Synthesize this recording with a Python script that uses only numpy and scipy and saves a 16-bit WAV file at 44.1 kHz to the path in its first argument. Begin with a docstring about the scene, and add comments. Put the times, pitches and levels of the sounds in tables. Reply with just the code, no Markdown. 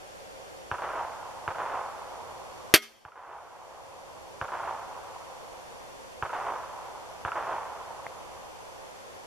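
"""At the edge of a field, traffic noise, light air and a camera's hiss and thin rising whine are heard throughout.
A vehicle soon passes far off, then a distant gun fires twice, each report rolling back from the woods as echoes.
A crossbow is shot a few steps away: noise bursts clack and rattle, decaying tones ring, and grass and fence
scatter the snap. The camera's gain control ducks at the snap and slowly recovers.
The gun fires four more times, and at the end one dull knock comes from across the field."""
import sys
import numpy as np
from scipy import signal
from scipy.fft import rfft, irfft
from scipy.io import wavfile
from scipy.ndimage import uniform_filter1d, minimum_filter1d

SR = 44100
rng = np.random.default_rng(int(sys.argv[2]) if len(sys.argv) > 2 else 0)


def wav_record(signal):
    """Record a signal, one row per channel, as 16-bit PCM in the file named by sys.argv[1]."""
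    frames = np.transpose(np.atleast_2d(signal))
    bounded = np.clip(frames, -1, 1)
    # unit amplitude maps onto the largest positive 16-bit level
    quanta = np.round(bounded * 32767).astype(np.int16)
    wavfile.write(sys.argv[1], SR, quanta)


N = 408366
TIME = np.arange(N) / SR

# Banks and stands of trees: the front of each gives a hard echo, its depth gives scatter.
# Each row: delay in seconds, hard echo in dB, scatter in dB, scatter decay in seconds (levels are relative).
STANDS = [(.005, -10, 5.5, .012), (.026, -9, 2, 0.021), (.072, -17, -3, 0.035), (.106, -5, 0, 0.12),
          (.126, -4, 1.5, 0.019), (.176, -7.5, 0, .04), (.219, -10, 0.5, .075), (.262, -9, 0, 0.11)]
FOREST_DELAY_S = 0.11  # the deep woods answer from the tree line on
RAGGED_EDGE_S = 0.0019  # ragged edges make scatter take a moment to build up


def undb(db):
    """Turn decibels into a gain."""
    return 10 ** (np.asarray(db) / 20)


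def die_away(t, t60):
    """Fade that falls by 60 dB in t60 seconds."""
    return np.exp(-np.log(1000) * t / t60)


def click(points):
    """The sharpest pulse, with nothing before its start, that has the tone colour of (Hz, dB) points; unit energy."""
    size = 4096
    hz, db = np.transpose(points)
    bin_hz = np.arange(size // 2 + 1) * SR / size
    log_gain = np.log(undb(np.interp(np.log(bin_hz + 1), np.log(hz), db)))
    # keeping only the forward half of the cepstrum packs the energy at the start (minimum phase)
    cepstrum = irfft(log_gain)[:size // 2]
    cepstrum[0] = 0
    pulse = irfft(np.exp(rfft(2 * cepstrum, size)))
    return pulse / np.linalg.norm(pulse)


def through(x, response):
    """Pass a sound through an impulse response (convolution)."""
    return signal.fftconvolve(np.atleast_2d(x), np.atleast_2d(response), axes=1)[:, :N]


def noise(side_db, size=N):
    """Stereo white noise whose side part (left against right) is side_db relative to the middle."""
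    middle, side = rng.standard_normal((2, size))
    side = side * undb(side_db)
    return np.array([middle + side, middle - side]) / np.sqrt(1 + undb(side_db) ** 2)


def add(out, s, x):
    """Mix x into out from s seconds on."""
    start = int(s * SR)
    x = x[..., :N - start]
    out[:, start:start + x.shape[-1]] += x


def pan(db):
    """Gains of the two channels that make the left db louder than the right."""
    return undb(np.array([[db], [-db]]) / 2)


def tail(delay, decay):
    """Power of scatter that starts after delay; its amplitude builds up, then dies with time constant decay."""
    age = np.maximum(TIME - delay, 0)
    build_up = 1 - np.exp(-age / RAGGED_EDGE_S)
    return (build_up * np.exp(-age / decay)) ** 2


def camera(middle_db=-55.0, side_db=-48.0, whine_db=-71):
    """Wide microphone hiss from shaped noise, and a thin, slightly unsteady whine that slowly rises."""
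    # Hiss of the stereo microphone, with a strong side part in the bass.
    # Each row: frequency in Hz, colour of the middle in dB, colour of the side in dB.
    hiss_colour = [(20, -3, 10.5), (120.3, -2.5, 13), (450, -0.5, 17.5), (900, 5, 15), (1800, 3, 8),
                   (3330, 0.5, 3.5), (5000, -1.5, -0.5), (7600, -3, -1.5), (8200, -5.5, -4),
                   (11100, -8.5, -8.5), (13200, -13, -13.5), (14300, -22, -19.5), (15000, -53, -46)]
    hz, middle_shape, side_shape = np.transpose(hiss_colour)
    middle = undb(middle_db) * through(rng.standard_normal(N), click(np.c_[hz, middle_shape]))
    side = undb(side_db) * through(rng.standard_normal(N), click(np.c_[hz, side_shape]))
    hiss = np.vstack([middle + side, middle - side])

    whine_hz, rise_hz_per_s = 5710, 28.2
    jitter = 300 * uniform_filter1d(rng.standard_normal(N), size=400)  # about 15 Hz either way
    pitch = whine_hz + rise_hz_per_s * TIME + jitter
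    whine = np.sqrt(2) * np.sin(2 * np.pi * np.cumsum(pitch) / SR)
    return hiss + undb(whine_db) * whine


def road(traffic_db=-52.0, swell_db=1, side_db=-9):
    """Distant traffic as shaped noise whose level swells gently at random."""
    # Each row: frequency in Hz, colour of the traffic in dB.
    traffic_colour = [(20, -16), (85, -3), (150, -10.5), (260, -19), (400, -2.5), (530, 3), (660, 0.5),
                      (950, -3.5), (1500, -18), (3000, -41)]
    swell = np.interp(TIME, np.linspace(0, TIME[-1], 30), rng.standard_normal(30))
    return through(noise(side_db), click(traffic_colour)) * undb(traffic_db + swell_db * swell)


def tyres(level_db=-55, pass_s=0.34, pass_length_s=0.16, pass_db=3.5, side_db=-9):
    """Noise through resonances makes tyres sing steadily, and louder while one vehicle goes by."""
    # Each row: frequency in Hz, width in Hz, relative level in dB.
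    tyre_tones = [(538, 29, 0.5), (620, 20, -12.5), (754, 15, -4.5)]
    t = TIME[:SR // 4]
    tread = np.zeros(len(t))
    for hz, width, db in tyre_tones:
        fade = np.exp(-np.pi * width * t)
        tread += undb(db) * np.sqrt(width) * fade * np.sin(2 * np.pi * hz * t)
    passing = np.exp(-((TIME - pass_s) / pass_length_s) ** 2)
    singing = through(noise(side_db), tread / np.linalg.norm(tread))
    return singing * undb(level_db + pass_db * passing)


def light_air(level_db=-66):
    """Low noise, mostly different on the two microphone ports, rumbles as air moves over them."""
    return undb(level_db) * through(noise(side_db=5.0), click([(20, -2.5), (80, 3), (200, -13.5), (1000, -49.5)]))


def background():
    """The far road, a little to the right, and light air at the microphone."""
    return (road() + tyres()) * pan(db=-1.5) + light_air()


def far_knock(at_s=8.0662, level_db=-9.5):
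    """One dry, dull tick from across the field, a single shaped pulse."""
    # Each row: frequency in Hz, colour of the knock in dB.
    knock_colour = [(30, -26), (130, -6), (260, -21), (800, 4.5), (1400, -11), (2100, 1), (2450, -12),
                    (2900, -38), (8000, -59)]
    out = np.zeros((2, N))
    add(out, at_s, undb(level_db) * click(knock_colour))
    return out


def woods_strength(forest_db=-4, forest_t60_s=5.24):
    """How strongly the land answers at each delay: scatter of the stands on top of the forest's long roll."""
    power = undb(forest_db) ** 2 * tail(FOREST_DELAY_S, forest_t60_s / np.log(1000))
    for delay, _, scatter_db, decay in STANDS:
        power = power + undb(scatter_db) ** 2 * tail(delay, decay)
    return np.sqrt(power)


def woods_echoes(count, echo_db=-32.0, slap_db=-3, flutter_db=1, patchy_db=1.6, dulling_s=.7, stirred=0.57,
                 side_db=-16, trunks_per_s=60, trunk_db=19):
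    """One rolling echo for each shot: countless trunks answer, duller the further the sound has travelled."""
    # Each row: frequency in Hz, colour of early echoes in dB, colour of late echoes in dB.
    woods_colour = [(30, -25, -37), (110, -17.5, -21.5), (230, -25.5, -33.5), (364, -11, -18.5),
                    (680, -2.5, 2.5), (1014, 2, 5), (1436, -4, -9.5), (1950, -14.5, -27.5),
                    (3250, -25.5, -40), (4240, -37.5, -58.5), (9000, -74, -76.5)]
    hz, early_db, late_db = np.transpose(woods_colour)
    early, late = click(np.c_[hz, early_db]), click(np.c_[hz, late_db])
    size = SR * 7 // 2
    t = TIME[:size]
    near_share = np.exp(-t / dulling_s)

    # clumps of trees answer unevenly, and alike for every shot
    clumps = np.interp(t, np.arange(size // 256) * 256 / SR, rng.standard_normal(size // 256))
    strength = woods_strength()[:size] * undb(patchy_db * clumps + echo_db)
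    # single thick trunks stand out of the scatter, mostly the near ones
    trunk_here = (t > FOREST_DELAY_S) * (rng.random(size) < trunks_per_s / SR)
    thick = undb(trunk_db) * near_share * trunk_here

    still = noise(side_db, size=size)
    echoes = []
    for _ in range(count):
        # moving air changes a share of the paths from shot to shot
        changed = noise(side_db, size=size)
        paths = np.sqrt(1 - stirred) * still + np.sqrt(stirred) * changed
        trunks = (paths + thick) * strength
        echo = through(trunks * near_share, early) + through(trunks * (1 - near_share), late)
        for delay, hard_db, _, _ in STANDS:
            flutter = flutter_db * rng.standard_normal()
            add(echo, delay, undb(slap_db + hard_db + flutter) * early)
        echoes.append(echo)
    return echoes


def gunshots(report_db=-2, ground_lag=0.00076, ground_db=1, thump_db=-9, thump_lag=0.0019, edge_lag=.0685,
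             pan_db=-1.5):
    """Each shot is a crack, its bounce off the ground and a low thump; field edge and woods answer."""
    # Each row: start in seconds, report in dB, rolling echo in dB, hard echo from the field edge in dB.
    # The report and rolling echo levels are relative; report_db, thump_db and echo_db are added to them.
    shots = [(0.7147, -2.5, -1, -13.5), (1.4784, -3, -1, -16), (3.0513, -2, -1.5, -8.5),
             (4.4140, -3, -2, -13.5), (6.2252, -3, -1, -14), (7.25, -4, -0.5, -5)]
    # Colours of the crack, the thump and the field edge's echo. Each row: frequency in Hz, level in dB.
    report_colour = [(30, -38), (200, -14.5), (520, -0.5), (800, 8.5), (1100, 1.5), (1600, 3.5), (2000, -5),
                     (2700, -13.5), (3400, -11), (4100, -41), (9000, -67)]
    thump_colour = [(20, -15), (50, -3.5), (90, 5), (150, -2), (240, -40), (700, -54)]
    edge_colour = [(100, -37), (950, -18), (1350, 10), (1750, -20), (2800, -10.5), (4000, -55), (9000, -72)]
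    crack = click(report_colour)
    thump = click(thump_colour)
    edge_echo = click(edge_colour)

    out = np.zeros((2, N))
    for (s, db, woods_db, edge_db), echo in zip(shots, woods_echoes(count=len(shots))):
        add(out, s, undb(db + report_db) * crack)
        add(out, s + ground_lag, undb(db + report_db + ground_db) * crack)
        add(out, s + thump_lag, undb(db + thump_db) * thump)
        add(out, s + edge_lag, undb(edge_db) * edge_echo)
        add(out, s, undb(woods_db) * echo)
    return out * pan(pan_db)


def fence_and_field(x, wet_db=-30, side_db=-5, grass_t60_s=.85, fence_delay_s=.078, fence_db=7, fence_decay_s=.026):
    """Posts, car and grass scatter a faint copy: grass at once, fading evenly, the fence a moment later."""
    # Each row: frequency in Hz, colour of the scatter in dB.
    near_colour = [(60, -10), (300, -5), (1000, -1.5), (2800, -1.5), (3250, 5.5), (3800, -2), (6000, 2),
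                   (14000, -7.5)]
    grass = tail(0, grass_t60_s / np.log(1000))
    fence = undb(fence_db) ** 2 * tail(fence_delay_s, fence_decay_s)
    scatter = (noise(side_db) * np.sqrt(grass + fence))[:, :SR * 3 // 4]
    response = through(scatter / np.linalg.norm(scatter[0]), click(near_colour))
    return undb(wet_db) * through(x, response)


def clack(blows, clack_db=31, rattle_db=-6, rattle_t60=.08, side_db=-14):
    """Each blow is a short harsh burst of noise as parts touch, and a longer, softer rattle."""
    # Each row: frequency in Hz, colour of a contact in dB.
    clack_colour = [(30, -30), (200, -18), (400, -2), (680, -5), (920, -10.5), (1500, 0), (2300, 0),
                    (4300, -4), (6500, -10.5), (10000, -10.5), (12600, -6.5), (14300, -17.5)]
    t = TIME[:SR // 2]
    high_pass = signal.butter(1, 7000, "high", fs=SR, output="sos")
    contacts = np.zeros((2, N))
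    for s, db, decay, treble_db in blows:
        contact = noise(side_db, size=len(t)) * np.exp(-t / decay)
        rattle = noise(side_db, size=len(t)) * die_away(t, rattle_t60)
        contact = contact / np.linalg.norm(contact[0])
        rattle = rattle / np.linalg.norm(rattle[0])
        blow = contact + undb(rattle_db) * rattle
        treble = signal.sosfilt(high_pass, blow)
        add(contacts, s, undb(db) * (blow + (undb(treble_db) - 1) * treble))
    return undb(clack_db) * through(contacts, click(clack_colour))


def limbs_and_stock(release_s, recoil_db=21, ring_db=0, swell_s=0.0047):
    """Limbs, string and rail ring as decaying tones; the stock kicks back as the limbs fly forward."""
    # Each row: frequency in Hz, level in dB, time to fade by 60 dB in seconds.
    bow_modes = [(226, -34, .5), (316, -4, .08), (409, -22, .26), (530, -9, .06), (635, -6, .1),
                 (740, -7, .07), (1262, -23, .3), (1453, -9, .1), (1570, -3, .08), (1960, -15, .15),
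                 (2080, -5, .08), (2152, -13, .25), (2240, -2, .075), (2330, -2, .07), (2579, -4, .085),
                 (2750, -4, .08), (3050, -5, .09), (3257, -1, .11), (3460, -5, .08), (4150, -7, .09),
                 (4385, -4, .09), (4522, -3, .09), (5750, -10, .11), (7700, -10, .09), (8250, -12, .08),
                 (9240, -12, .09), (10920, -11, .07), (12150, -4, .06), (13000, -7, .055)]
    # Each row: frequency in Hz, colour of the kick in dB.
    recoil_colour = [(20, -16.5), (70, -7.5), (130, -4.5), (220, -9.5), (450, 2), (700, -9.5), (1500, -37),
                     (6000, -67)]
    t = TIME[:SR // 2]
    swing = np.zeros(len(t))
    for hz, db, t60 in bow_modes:
        swing += undb(db) * die_away(t, t60) * np.sin(2 * np.pi * (hz * t + rng.random()))
    # the tones take up their energy while the string runs down the rail
    build_up = 1 - np.exp(-t / swell_s)
    body = np.zeros((2, N))
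    add(body, release_s, undb(ring_db) * swing * build_up)
    add(body, release_s, undb(recoil_db) * click(recoil_colour))
    return body


def crossbow():
    """The stock kicks, the parts clack and rattle, and the limbs ring from the moment of release."""
    # Latch, string stop and rebounds. Each row: start in seconds, relative level in dB,
    # contact decay in seconds, change of the treble above about 7 kHz in dB.
    blows = [(2.7393, -8, 0.0017, 5), (2.7406, 0.5, 0.0027, -5), (2.7456, -4.5, 0.00098, 1.5),
             (2.7509, -11.5, 0.0018, -1), (2.7562, -11.5, .003, -4), (2.7603, -9.5, 0.0023, -5.5),
             (2.776, -27.5, .004, -3)]
    return clack(blows) + limbs_and_stock(release_s=blows[0][0])


def scene():
    """The near snap and the far shots over the quiet field."""
    snap = crossbow()
    left, right = gunshots() + background()
    # these sounds come from a little to the right and reach the left port a sample later
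    far = np.array([np.r_[0, left[:-1]], right])
    return snap + fence_and_field(snap) + far + far_knock() + camera()


def gain_control(x, limit_db=-8.5, hold_s=0.39, release_s=0.51):
    """Whatever exceeds the limit turns the gain down at once; it is held, then creeps back."""
    power = uniform_filter1d(np.mean(x ** 2, axis=0), size=SR // 125)  # averaged over 8 ms
    excess = np.maximum(10 * np.log10(np.maximum(power, 1e-12)) - limit_db, 0)
    fade = np.exp(-TIME / release_s)
    released = np.maximum.accumulate(excess / fade) * fade
    # the largest value within the hold time before each moment
    half_hold = int(hold_s * SR) // 2
    held = -minimum_filter1d(-released, size=2 * half_hold + 1, origin=half_hold)
    return x * undb(-held)


def record(dry):
    """The camera notches out two tones, rides the gain, clips at full scale and cuts the top."""
    # Each entry: frequency of a narrow notch in Hz.
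    notch_hz = [3930, 7860]
    for hz in notch_hz:
        b, a = signal.iirnotch(hz, hz / 190, fs=SR)  # 190 Hz wide
        dry = signal.lfilter(b, a, dry)
    loud = np.clip(gain_control(dry), -1, 1)
    top_cut = signal.ellip(8, .2, 70, 15300, fs=SR, output="sos")  # low-pass at 15300 Hz
    return signal.sosfilt(top_cut, loud)


dry = scene()
out = record(dry)
wav_record(out)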